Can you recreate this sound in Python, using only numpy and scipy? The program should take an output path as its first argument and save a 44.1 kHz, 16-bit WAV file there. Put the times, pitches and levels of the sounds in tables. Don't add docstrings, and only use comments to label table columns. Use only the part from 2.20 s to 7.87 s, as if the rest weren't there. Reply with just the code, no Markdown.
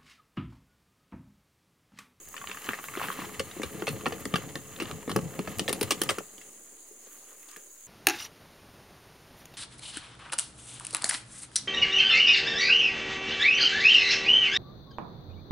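import sys
import numpy as np
from scipy import signal
from scipy.fft import rfft, irfft
from scipy.io import wavfile
from scipy.ndimage import uniform_filter1d

SR = 44100
rng = np.random.default_rng(int(sys.argv[2]) if len(sys.argv) > 2 else 0)


def natural_amplitude(level_db):
    exponent = np.asarray(level_db, float) / 20
    return 10 ** exponent


def master_out(mix):
    frames = np.transpose(np.atleast_2d(mix))
    ceiling = np.clip(frames, -1, 1)
    pcm = np.round(ceiling * 32767).astype(np.int16)
    wavfile.write(sys.argv[1], SR, pcm)


N = 250047

# (frequency [Hz], level [dB], decay by 60 dB [s])
PANEL_MODES = [(134, 0, 0.23), (191.5, -4, 0.11), (285.6, -1, 0.041), (348, -7.5, 0.1),
               (423.7, -5.5, 0.098), (450, -16.5, 0.19), (524.5, -7, 0.093), (682, -11, 0.04)]
# (frequency [Hz], level [dB], decay by 60 dB [s])
FRAME_MODES = [(1000, -13, 0.003), (1060, -8.5, 0.029), (1180, -5.5, 0.033), (1350, -11.5, 0.039),
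               (1690, -3, 0.016), (1880, -5.5, 0.029), (2260, 3, 0.0062), (2470, -3, 0.0057),
               (2743, 1, 0.016), (3053, 5, 0.0074), (3500, -1, 0.01), (4290, -3, 0.019),
               (4570, -16, 0.0054)]

EARS = np.array([[1], [-1]])


def unit_rms(x):
    return x / np.sqrt(np.mean(x ** 2))


def band(x, lo_hz, hi_hz, order=2):
    return signal.sosfilt(signal.butter(order, [lo_hz, hi_hz], "band", fs=SR, output="sos"), x)


def walk(rate):
    k = int(SR / rate)
    held = np.repeat(rng.standard_normal(N // k + 1), k)
    return 2.54 * uniform_filter1d(uniform_filter1d(held, k), k)[:N]


def grains(per_s, spread_db):
    draw = rng.random((2, N))
    hit = draw[0] < per_s / SR
    u = 2 * draw[1][hit] - 1
    rarity = np.minimum(-np.log(np.abs(u) + 1e-9), 3)
    out = np.zeros(N)
    out[hit] = np.sign(u) * natural_amplitude(spread_db * rarity)
    return out


def wide(make, likeness):
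    c = np.clip(likeness, 0, 1)
    return np.sqrt((1 + c) / 2) * make() + np.sqrt((1 - c) / 2) * make() * EARS


def treble(likeness, top_hz=12160):
    hiss = wide(lambda: np.diff(grains(5000, 2.1), n=2, prepend=[0, 0]), likeness)
    return unit_rms(band(hiss, 4600, top_hz))


def add(out, s, y):
    i = int(s * SR)
    out[..., i:i + y.shape[-1]] += y[..., :N - i]


def to_peak(y, db):
    return y / np.abs(y).max() * natural_amplitude(db)


def swells(table):
    t = np.arange(N) / SR
    return sum(natural_amplitude(db) * np.sin(np.pi * np.clip((t - s) / length, 0, 1)) ** .5 for s, length, db in table)


def ring(modes, scatter_db, click):
    hz, db, t60 = np.transpose(modes)[:, :, None]
    t = np.arange(int(SR * min(t60.max(), .12))) / SR
    chance = rng.standard_normal((4, len(modes), 1))
    phase = 2 * np.pi * hz * (1 + 0.031 * chance[0]) * t
    fade = natural_amplitude(db + scatter_db * chance[1] - 60 * t / t60) * np.sign(chance[2])
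    skew = 0.16 * chance[3] * hz / 1000 * np.exp(-hz / 9000)
    both = np.cos(skew.T) @ (fade * np.sin(phase))
    apart = np.sin(skew.T) @ (fade * np.cos(phase))
    out = np.vstack([both + apart, both - apart])
    out[:, 0] += click
    return out


def strike(db, push, modes, click, lo_hz, hi_hz):
    y = signal.fftconvolve(ring(modes, 1.73, click), push[None])[:, :len(push)]
    y = signal.lfilter(*signal.butter(2, [lo_hz, hi_hz], "band", fs=SR), y)
    return to_peak(y, db)


def blows(table, grit_db, debris_db, debris_s, spread):
    # (frequency [Hz], level [dB], decay by 60 dB [s])
    grit_modes = [(5100, 11.5, 0.00089), (7580, -5, 0.0034), (9020, 5.5, 0.0064), (10900, -13, 0.0061)]
    out, t = np.zeros((2, N)), np.arange(SR // 8) / SR
    for s, db, grit, ms, hz in table:
        chance = rng.standard_normal((3, len(t)))
        lumps = np.minimum(uniform_filter1d(chance[2], size=60) * np.sqrt(60), 1.8)
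        crumbs = natural_amplitude(debris_db + 6.0 * lumps) * np.exp(-t / debris_s)
        chatter = np.exp(-t / (abs(ms) / 1000 + 1e-4))
        contact = (chatter + crumbs) * (1 - np.exp(-t / 0.00017))
        touch = 3 * np.exp(-np.abs(t - .001) / .00008)
        lo_hz, hi_hz = max(hz / spread, 650), min(hz * spread, 5300)
        modes = FRAME_MODES + [(hz, 3, .016)]
        add(out, s, strike(db, touch + contact * chance[0], modes, 21.0, lo_hz, hi_hz))
        fine = strike(db + grit + grit_db, contact * chance[1], grit_modes, 8.7, 1800, 11000)
        add(out, s, fine * natural_amplitude(.9 * EARS))
    return out


def singing(hits, modes):
    out, t = np.zeros(N), np.arange(SR // 4) / SR
    for s, db in hits:
        lines = sum(natural_amplitude(g - 60 * t / t60) * np.sin(2 * np.pi * hz * t) for hz, g, t60 in modes)
        add(out, s, natural_amplitude(db) * lines)
    return out


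def cicadas():
    # (frequency [Hz], width [Hz], rms level [dB], clicks [1/s], left minus right [dB],
    # left-right likeness [0-1])
    choirs = [
        (6630, 440, -56, 650, -4.5, 0),
        (7280, 1300, -57, 1300, 4, 0.8),
        (9430, 810, -59.5, 1300, -6.5, 1),
    ]
    out = 0
    for hz, width, db, per_s, pan_db, likeness in choirs:
        lo_hz, hi_hz = hz - width / 2, hz + width / 2
        choir = wide(lambda: unit_rms(band(grains(per_s, 0.28), lo_hz, hi_hz, order=3)), likeness)
        out = out + choir * natural_amplitude(db + .5 * walk(1.47) + 0.45 * walk(40) + pan_db * .5 * EARS)
    return out


def air():
    # (frequency [Hz], level [dB per Hz])
    hum_spectrum = [(24, -51), (40, -10), (80, -7.5), (156, -54), (238, -7.5), (410, -2.5), (836, -16),
                    (1440, -15), (1980, -17.5), (2390, -17.5), (6000, -18.5), (7800, -50), (13200, -120)]
    # (time [s], level [dB])
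    breeze = [
        (0, 0),
        (4.3, -0.5),
        (5.35, 0),
        (5.55, -4),
    ]
    hum_db, hiss_db = -60, -65
    out, swell, (at, db) = 0, walk(0.64), np.transpose(hum_spectrum)
    breeze_db = np.interp(np.arange(N) / SR, *np.transpose(breeze))
    for hz in 45 * 2 ** np.arange(0, 7.5, .5):
        hum = wide(lambda: band(rng.standard_normal(N), hz / 2 ** 0.15, hz * 2 ** 0.27), .95 - hz / 4500)
        level_db = np.interp(np.log(hz), np.log(at), db)
        out = out + hum * natural_amplitude(level_db + .5 * swell + walk(20.54) + breeze_db * (hz < 1200))
    flicker_db = 0.5 * walk(5) + 0.8 * walk(30)
    return unit_rms(out) * natural_amplitude(hum_db) + treble(0.69, 15300) * natural_amplitude(hiss_db + flicker_db)


def load():
    # (time [s], jolting level [dB], flow level [dB])
    motion = [(0.07, -75, -63.5), (0.16, -64, -56.5), (0.45, -59, -50), (0.66, -61, -51.5),
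              (0.84, -50.5, -44.5), (1.05, -49.5, -46.5), (1.2, -52.5, -54), (1.74, -47, -51.5),
              (2.2, -46, -53), (2.46, -54, -59), (2.68, -41, -51.5), (2.84, -52.5, -58), (3.13, -48, -53),
              (3.9, -45.5, -50.5), (4.07, -67, -62.5), (4.6, -85, -74), (5.2, -86, -66), (5.67, -88, -77)]
    t = np.arange(N) / SR
    s, *columns = np.transpose(motion)
    jolt_db, flow_db = (np.interp(t, s, c) for c in columns)
    boom_db = -49 + 0.74 * (jolt_db + 50.5)
    dust_db = -51 + 0.53 * (flow_db + 47) - 0.5 * t

    def tumble(modes, per_s, spread_db, click, lo_hz, hi_hz):
        out = 0
        for _ in range(5):
            response = ring(modes, 0.92, click)
            out = out + signal.oaconvolve(response, grains(per_s, spread_db)[None], axes=1)[:, :N]
        return unit_rms(band(out, lo_hz, hi_hz, order=3))

    rumble = unit_rms(band(rng.standard_normal(N), 38.0, 183, order=3))
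    rumble = rumble * natural_amplitude(jolt_db - 4.5) * natural_amplitude(1.1 * walk(13.0))
    boom = tumble(PANEL_MODES, 150, 3.0, 36.0, 181.0, 860) * natural_amplitude(boom_db + 1.2 * walk(34))
    damp = [(hz, db - 10 * np.log10(1 + (hz / 1300) ** 2), t60) for hz, db, t60 in FRAME_MODES[:-1]]
    scrape = tumble(damp, 2200, 9.0, 7.0, 520, 5600) * natural_amplitude(flow_db + 1.4 * walk(70))
    dust = treble(.6) * natural_amplitude(dust_db + 1.0 * walk(66) + 0.26 * walk(10.2))
    return rumble + boom + scrape + dust


def ticks():
    # (time [s], peak level [dB], centre frequency [Hz])
    snaps = [(0.0294, -42, 12000), (0.0538, -43, 14200), (0.0867, -33, 15400), (0.1244, -40, 11300),
             (0.1426, -37, 14800), (0.1775, -41, 14500), (0.4184, -36, 10800), (0.4469, -40, 12000),
             (0.4604, -33, 10900), (0.4898, -32, 14600), (0.6395, -33, 15000), (0.7502, -39, 15200),
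             (3.3846, -25, 11300), (3.484, -28, 14600), (3.6303, -22, 14500), (3.836, -24, 13900),
             (4.2133, -46, 14200), (5.0938, -47, 11900), (5.229, -40, 15100), (5.3118, -39, 14700),
             (5.3672, -34, 11200), (5.5139, -45, 15100), (5.61, -42, 15200)]
    out, t = np.zeros((2, N)), np.arange(SR // 50) / SR
    for s, db, hz in snaps:
        mid, side = rng.standard_normal((2, len(t))) * np.exp(-t / 0.002)
        y = band(mid + 0.56 * side * EARS, hz / 1.8, min(hz * 1.4, 17000), order=1)
        add(out, s, to_peak(y, db + 1.0))
    return out


def lurches():
    # (time [s], peak level [dB], centre frequency [Hz])
    lurch_table = [(0.044, -53, 72.7), (0.194, -53, 143), (0.249, -51, 94.2), (0.319, -55, 80.7),
                   (0.48, -41.5, 144), (0.599, -60, 148), (0.68, -53.5, 127), (0.759, -43, 146),
                   (0.809, -46, 143), (0.991, -45.5, 148), (1.133, -46, 148), (1.182, -35.5, 116),
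                   (1.247, -48, 121), (1.382, -47, 148), (1.433, -36, 88), (1.575, -41, 120),
                   (1.677, -29, 134), (1.73, -42, 88.8), (1.851, -40, 148), (1.911, -39.5, 103),
                   (2.059, -42, 132), (2.132, -31, 149), (2.19, -47, 88.8), (2.226, -43, 145),
                   (2.288, -45, 88.8), (2.346, -42, 148), (2.437, -47, 130), (2.51, -47, 95),
                   (2.595, -44, 121), (2.648, -41, 135), (2.719, -34.5, 116), (2.8, -48, 80.7),
                   (2.897, -31, 131), (2.95, -27, 148), (3.022, -29.5, 129), (3.08, -61, 121),
                   (3.175, -39.5, 146), (3.272, -34, 130), (3.361, -33.5, 121), (3.487, -39.5, 121),
                   (3.615, -32.5, 110), (3.709, -47, 145), (3.809, -51, 138), (3.913, -43, 96.9),
                   (3.979, -51, 146)]
    attack_s, decay_s = 0.0051, 0.035
    out, t = np.zeros(N), np.arange(SR // 4) / SR
    envelope = (1 - np.exp(-t / attack_s)) * np.exp(-t / decay_s)
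    for s, db, hz in lurch_table:
        y = band(rng.standard_normal(len(t)), hz / 1.5, hz * 1.29) * envelope
        add(out, s, to_peak(y, db + 2.0))
    return out


def clods():
    # (time [s], clank peak level [dB], clank centre frequency [Hz])
    clod_table = [(0.086, -48, 1940), (0.165, -29, 2610), (0.6848, -26, 1200), (0.738, -29, 1310),
                  (0.7721, -28, 1250), (0.8569, -31.5, 1150), (0.924, -31, 1490), (0.973, -38, 1010),
                  (1.037, -31.5, 1050), (1.312, -33.5, 3600), (1.495, -39, 1280), (1.527, -40, 1820),
                  (1.5443, -36, 1680), (1.595, -41, 1260), (1.7385, -42, 1330), (1.809, -34, 1180),
                  (1.9076, -32, 1630), (1.9807, -39, 1230), (2.29, -38, 1920), (2.3805, -56, 1180),
                  (2.541, -48, 1090), (2.5616, -34.5, 2780), (2.588, -35, 2470), (2.6544, -31, 1700),
                  (2.8275, -37.5, 1000), (3.106, -41, 1070), (3.3618, -47, 1060), (4.6803, -68, 1040),
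                  (4.76, -59, 1840), (4.869, -49, 3040), (5.117, -52, 2010), (5.229, -48, 2030),
                  (5.5633, -60, 937)]
    return blows([(s, db, -15, 2.5, hz) for s, db, hz in clod_table], 0.1, -13, 0.013, 2.36)


def rattles():
    # (time [s], clank peak level [dB], clank centre frequency [Hz])
    rolling = [(0.128, -47, 1000), (0.141, -29.5, 920), (0.178, -28, 2580), (0.214, -30, 1950),
               (0.24, -27, 1060), (0.272, -25, 2420), (0.287, -35, 1220), (0.296, -27, 1240),
               (0.314, -22.5, 2750), (0.346, -31, 1150), (0.371, -29, 1950), (0.421, -34, 1830),
               (0.443, -31, 3000), (0.468, -28.5, 1880), (0.489, -14.5, 1720), (0.507, -28, 1180),
               (0.533, -17, 1230), (0.54, -29, 1760), (0.577, -39, 1230), (0.588, -25, 1110),
               (0.597, -31, 1160), (0.64, -29.5, 1180), (0.696, -38, 1180)]
    # (time [s], clank peak level [dB], clank centre frequency [Hz])
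    tipping = [(0.752, -23.5, 1510), (0.762, -29, 2400), (0.796, -22, 1230), (0.804, -26, 1070),
               (0.814, -21, 1060), (0.825, -25, 1740), (0.8302, -25, 2200), (0.834, -26, 1400),
               (0.839, -24, 1000), (0.847, -30, 1690), (0.884, -21, 1660), (0.901, -21, 1130),
               (0.989, -28.5, 1040), (0.999, -29, 1190), (1.018, -29, 1060), (1.044, -31, 1010),
               (1.093, -31, 1390)]
    table = [(s, db, -23, 1.03, hz) for s, db, hz in rolling + tipping]
    return blows(table, 2.0, -20, 0.038, 1.9)


def thumps():
    # (time [s], peak level [dB], centre frequency
    # [Hz])
    full = [(0.135, -57, 457), (0.289, -40, 390), (0.485, -27, 229), (0.531, -39, 408), (0.593, -40, 332),
            (0.7703, -25.5, 365), (0.885, -31.5, 350), (0.987, -31, 318), (1.019, -33, 287),
            (1.065, -38, 347), (1.199, -22.5, 540), (1.364, -31, 352), (1.396, -24, 323),
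            (1.434, -24.5, 523), (1.546, -34.5, 215), (1.62, -23, 298), (1.675, -21.5, 540),
            (1.691, -30, 153), (1.86, -20, 464), (1.868, -24, 260), (1.92, -26, 450), (2.053, -26.5, 273),
            (2.137, -16.5, 209), (2.158, -27, 165), (2.183, -33, 525), (2.271, -34, 201),
            (2.353, -29.5, 310),
            (2.602, -27, 485), (2.617, -24, 313), (2.706, -31.5, 406), (2.876, -23, 210),
                (2.901, -28, 340), (2.921, -30, 184), (2.959, -16, 330), (2.973, -25.5, 415),
                (2.988, -24, 182), (3.189, -22.5, 232), (3.275, -26.5, 580), (3.383, -36.5, 139),
                (3.392, -26, 351), (3.414, -28, 167), (3.483, -21, 487), (3.501, -24.5, 433),
                (3.528, -27, 334), (3.613, -17.5, 434), (3.631, -27, 415), (3.707, -23.5, 540),
                (3.72, -23, 356), (3.814, -20, 450), (3.837, -32, 460), (3.893, -20.5, 533),
                (3.91, -24, 575), (3.98, -26.5, 364), (4.004, -33.5, 580)]
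    # (time [s], peak level [dB], centre frequency [Hz])
    steps = [
        (4.184, -50, 437),
        (4.521, -50, 400),
        (4.709, -45, 417),
        (4.868, -48, 470),
        (5.119, -54, 497),
        (5.367, -43.5, 427),
    ]
    db_per_octave = 4.5
    out, t = np.zeros((2, N)), np.arange(SR // 7) / SR
    for s, db, hz in full + steps:
        push = np.exp(-t / 0.00018) + 0.14 * rng.standard_normal(len(t)) * np.exp(-t / 0.0031)
        near = [(f, g - db_per_octave * abs(np.log2(f / hz)), t60) for f, g, t60 in PANEL_MODES[1:]]
        add(out, s + 0.00197, strike(db, push, near + [(hz, 5, .038)], 38.0, hz / 2.3, hz * 2.4))
    return out


def puffs():
    # (start time [s], length [s], rms level [dB])
    puff_table = [
        (0.3, 0.28, -58),
        (0.788, 0.094, -45),
        (0.87, 0.091, -58),
        (1.68, 0.1, -55),
        (3.503, 0.33, -64),
        (4.86, 0.16, -59),
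        (5.08, 0.05, -61),
    ]
    hiss = unit_rms(band(treble(0.96), 7500, 22000, order=1))
    return hiss * swells(puff_table) * natural_amplitude(1.1 * walk(70))


def rushes():
    # (start time [s], length [s], rms level [dB])
    rush_table = [(0.818, 0.055, -39.5), (0.88, 0.063, -43.5), (0.985, 0.05, -46), (1.43, 0.04, -50),
                  (1.68, 0.062, -54), (1.87, 0.024, -56), (2.5, 0.1, -54), (2.63, 0.097, -50.5),
                  (3.08, 0.11, -58), (4.84, 0.17, -63), (5.03, 0.13, -64), (5.24, 0.19, -60)]
    dull = [(hz, db - 10 * np.log10(1 + (hz / 1800) ** 2), 0.55 * t60) for hz, db, t60 in FRAME_MODES]
    grit = 0
    for _ in range(4):
        grit = grit + signal.oaconvolve(ring(dull, 1.8, 4.8), grains(320, 6.0)[None], axes=1)[:, :N]
    return unit_rms(band(grit, 950, 4000)) * swells(rush_table) * natural_amplitude(1.1 * walk(120))


def knocks():
    # (time [s], clank peak level [dB], grit relative level [dB], contact [ms],
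    # clank centre frequency [Hz])
    rocking = [(1.195, -18.5, -6, 7, 2260), (1.202, -26, -21, 2.3, 2100), (1.397, -37, -13, 4, 1180),
               (1.418, -24, -10, 4, 2590), (1.432, -21, -12, 8.1, 2200), (1.6215, -22, -30, 1.5, 1300),
               (1.669, -18.5, -12, 8, 2100), (1.679, -21, -12, 8, 2600), (1.689, -29, 4, 2, 1790),
               (1.8575, -18, -20, 2.1, 1140), (1.864, -14, -19, 6.1, 1380), (1.882, -35.5, 5, 3.9, 880),
               (1.923, -26.5, -30, 6.9, 2400), (2.054, -22.5, 0.5, 1.9, 1900), (2.125, -34, -26, 4.4, 2740),
               (2.139, -13.5, -17, 4, 1180), (2.157, -14.5, -10.5, 5.1, 1430), (2.182, -32, -23, 3.5, 1070),
               (2.221, -31, -15, 1.3, 1060), (2.355, -22, -11, 1.5, 1660)]
    heaving = [(2.6, -21.5, -17, 10.5, 2790), (2.622, -29, 0, 11, 1170), (2.693, -38, -19, 2.3, 1270),
               (2.712, -22.5, -8, 2, 1920), (2.877, -31, -16, 8.6, 1200), (2.894, -22.5, -10, 14, 1350),
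               (2.915, -20, -9, 2.9, 1410), (2.962, -14, -4, 2.3, 2970), (2.989, -23.5, -24, 1.1, 1230),
               (3.191, -20.5, -13, 1.6, 1470), (3.274, -24, -34, 6.1, 2300)]
    shaking = [(3.386, -35, 2, 4.4, 2260), (3.394, -16, 1.5, 4.3, 3150), (3.479, -17, -18, 4.1, 3320),
               (3.485, -34.5, 14, 4, 1800), (3.492, -18, -6, 6.5, 2530), (3.528, -20, 6, 3.3, 1350),
               (3.611, -24, 7.5, 4.1, 1590), (3.628, -27, 8.5, 6.8, 1080), (3.707, -13, -1, 9.2, 3220),
               (3.719, -16.5, -2, 7, 2260), (3.816, -15.5, 4.5, 3.7, 3400), (3.835, -32, 8, 2.8, 1240),
               (3.89, -13, -10, 6.7, 3220), (3.896, -16.5, -2, 5.3, 1620), (3.904, -21.5, -1, 10, 1070),
               (3.984, -23, -3, 4.7, 1390)]
    return blows(rocking + heaving + shaking, 0.27, -25.5, 0.028, 2.93)


def brace():
    # (time [s], peak level [dB])
    brace_hits = [
        (1.195, -50),
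        (1.43, -56),
        (1.672, -45.5),
        (2.139, -56),
    ]
    # (frequency [Hz], level [dB], decay by 60 dB [s])
    brace_modes = [(4260, 0, 0.29), (4350, -9, 0.13), (1200, -4, 0.25), (1680, -13, 0.1)]
    return singing(brace_hits, brace_modes)


def shimmer():
    # (time [s], peak level [dB])
    bright_hits = [(3.395, -46), (3.528, -38), (3.63, -44), (3.708, -42), (3.816, -40), (3.898, -43)]
    # (frequency [Hz], level [dB], decay by 60 dB [s])
    sheet_modes = [(8950, 0, 0.09), (9280, -3, 0.07), (11280, -3, 0.09), (7400, -6, 0.06)]
    return singing(bright_hits, sheet_modes)


def scuffs():
    # (time [s], clank peak level [dB], grit relative level [dB], contact [ms],
    # clank centre frequency [Hz])
    scuff_table = [
        (4.18, -37, -24, 3, 2950),
        (4.213, -40, -13, 7, 2260),
        (5.286, -45, 3, 19, 1170),
        (5.312, -47, 9, 6, 1150),
        (5.333, -51, -8, 19, 1600),
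        (5.362, -33.5, -5, 1.6, 1720),
    ]
    return blows(scuff_table, -0.5, -14.0, 0.021, 2.5)


def scattered(source):
    t = np.arange(SR // 5) / SR
    tail = band(rng.standard_normal((2, len(t))), 235, 6200, order=1) * natural_amplitude(-60 * t / 0.12) * (t > .001)
    return signal.fftconvolve(source.mean(0)[None], tail, axes=1)[:, :N]


def diffract(source):
    lows = signal.filtfilt(*signal.butter(2, 6000, fs=SR), source[0])
    source[0] += np.roll(lows, 1) - lows
    return source


def scene():
    barrow = rattles() + knocks() + scuffs() + thumps() + load()
    wet = scattered(barrow)
    barrow = barrow + clods() + lurches() + brace() + shimmer() + rushes()
    direct = diffract(barrow) * natural_amplitude(.1 * EARS)
    garden = cicadas() + air()
    return direct + natural_amplitude(-35.0) * wet + garden + ticks() + puffs()


def band_limit(x):
    return signal.sosfilt(signal.butter(12, 16810, fs=SR, output="sos"), x)


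def record(dry):
    right = signal.sosfilt(signal.butter(1, 130, "high", fs=SR, output="sos"), dry[1])
    x = np.array([dry[0], right * natural_amplitude(-0.25)])
    x = signal.sosfilt(signal.butter(1, 45, "high", fs=SR, output="sos"), x)
    hz = np.fft.rfftfreq(N, 1 / SR)
    capsule_db = 7.5 * np.exp(-((hz - 15000) / 760) ** 2)
    top_gain = np.where(hz > 15900, natural_amplitude(-26), 1)
    x = irfft(rfft(x) * natural_amplitude(capsule_db) * top_gain, N) - .0006
    return band_limit(x)


dry = scene()
out = record(dry)
master_out(out)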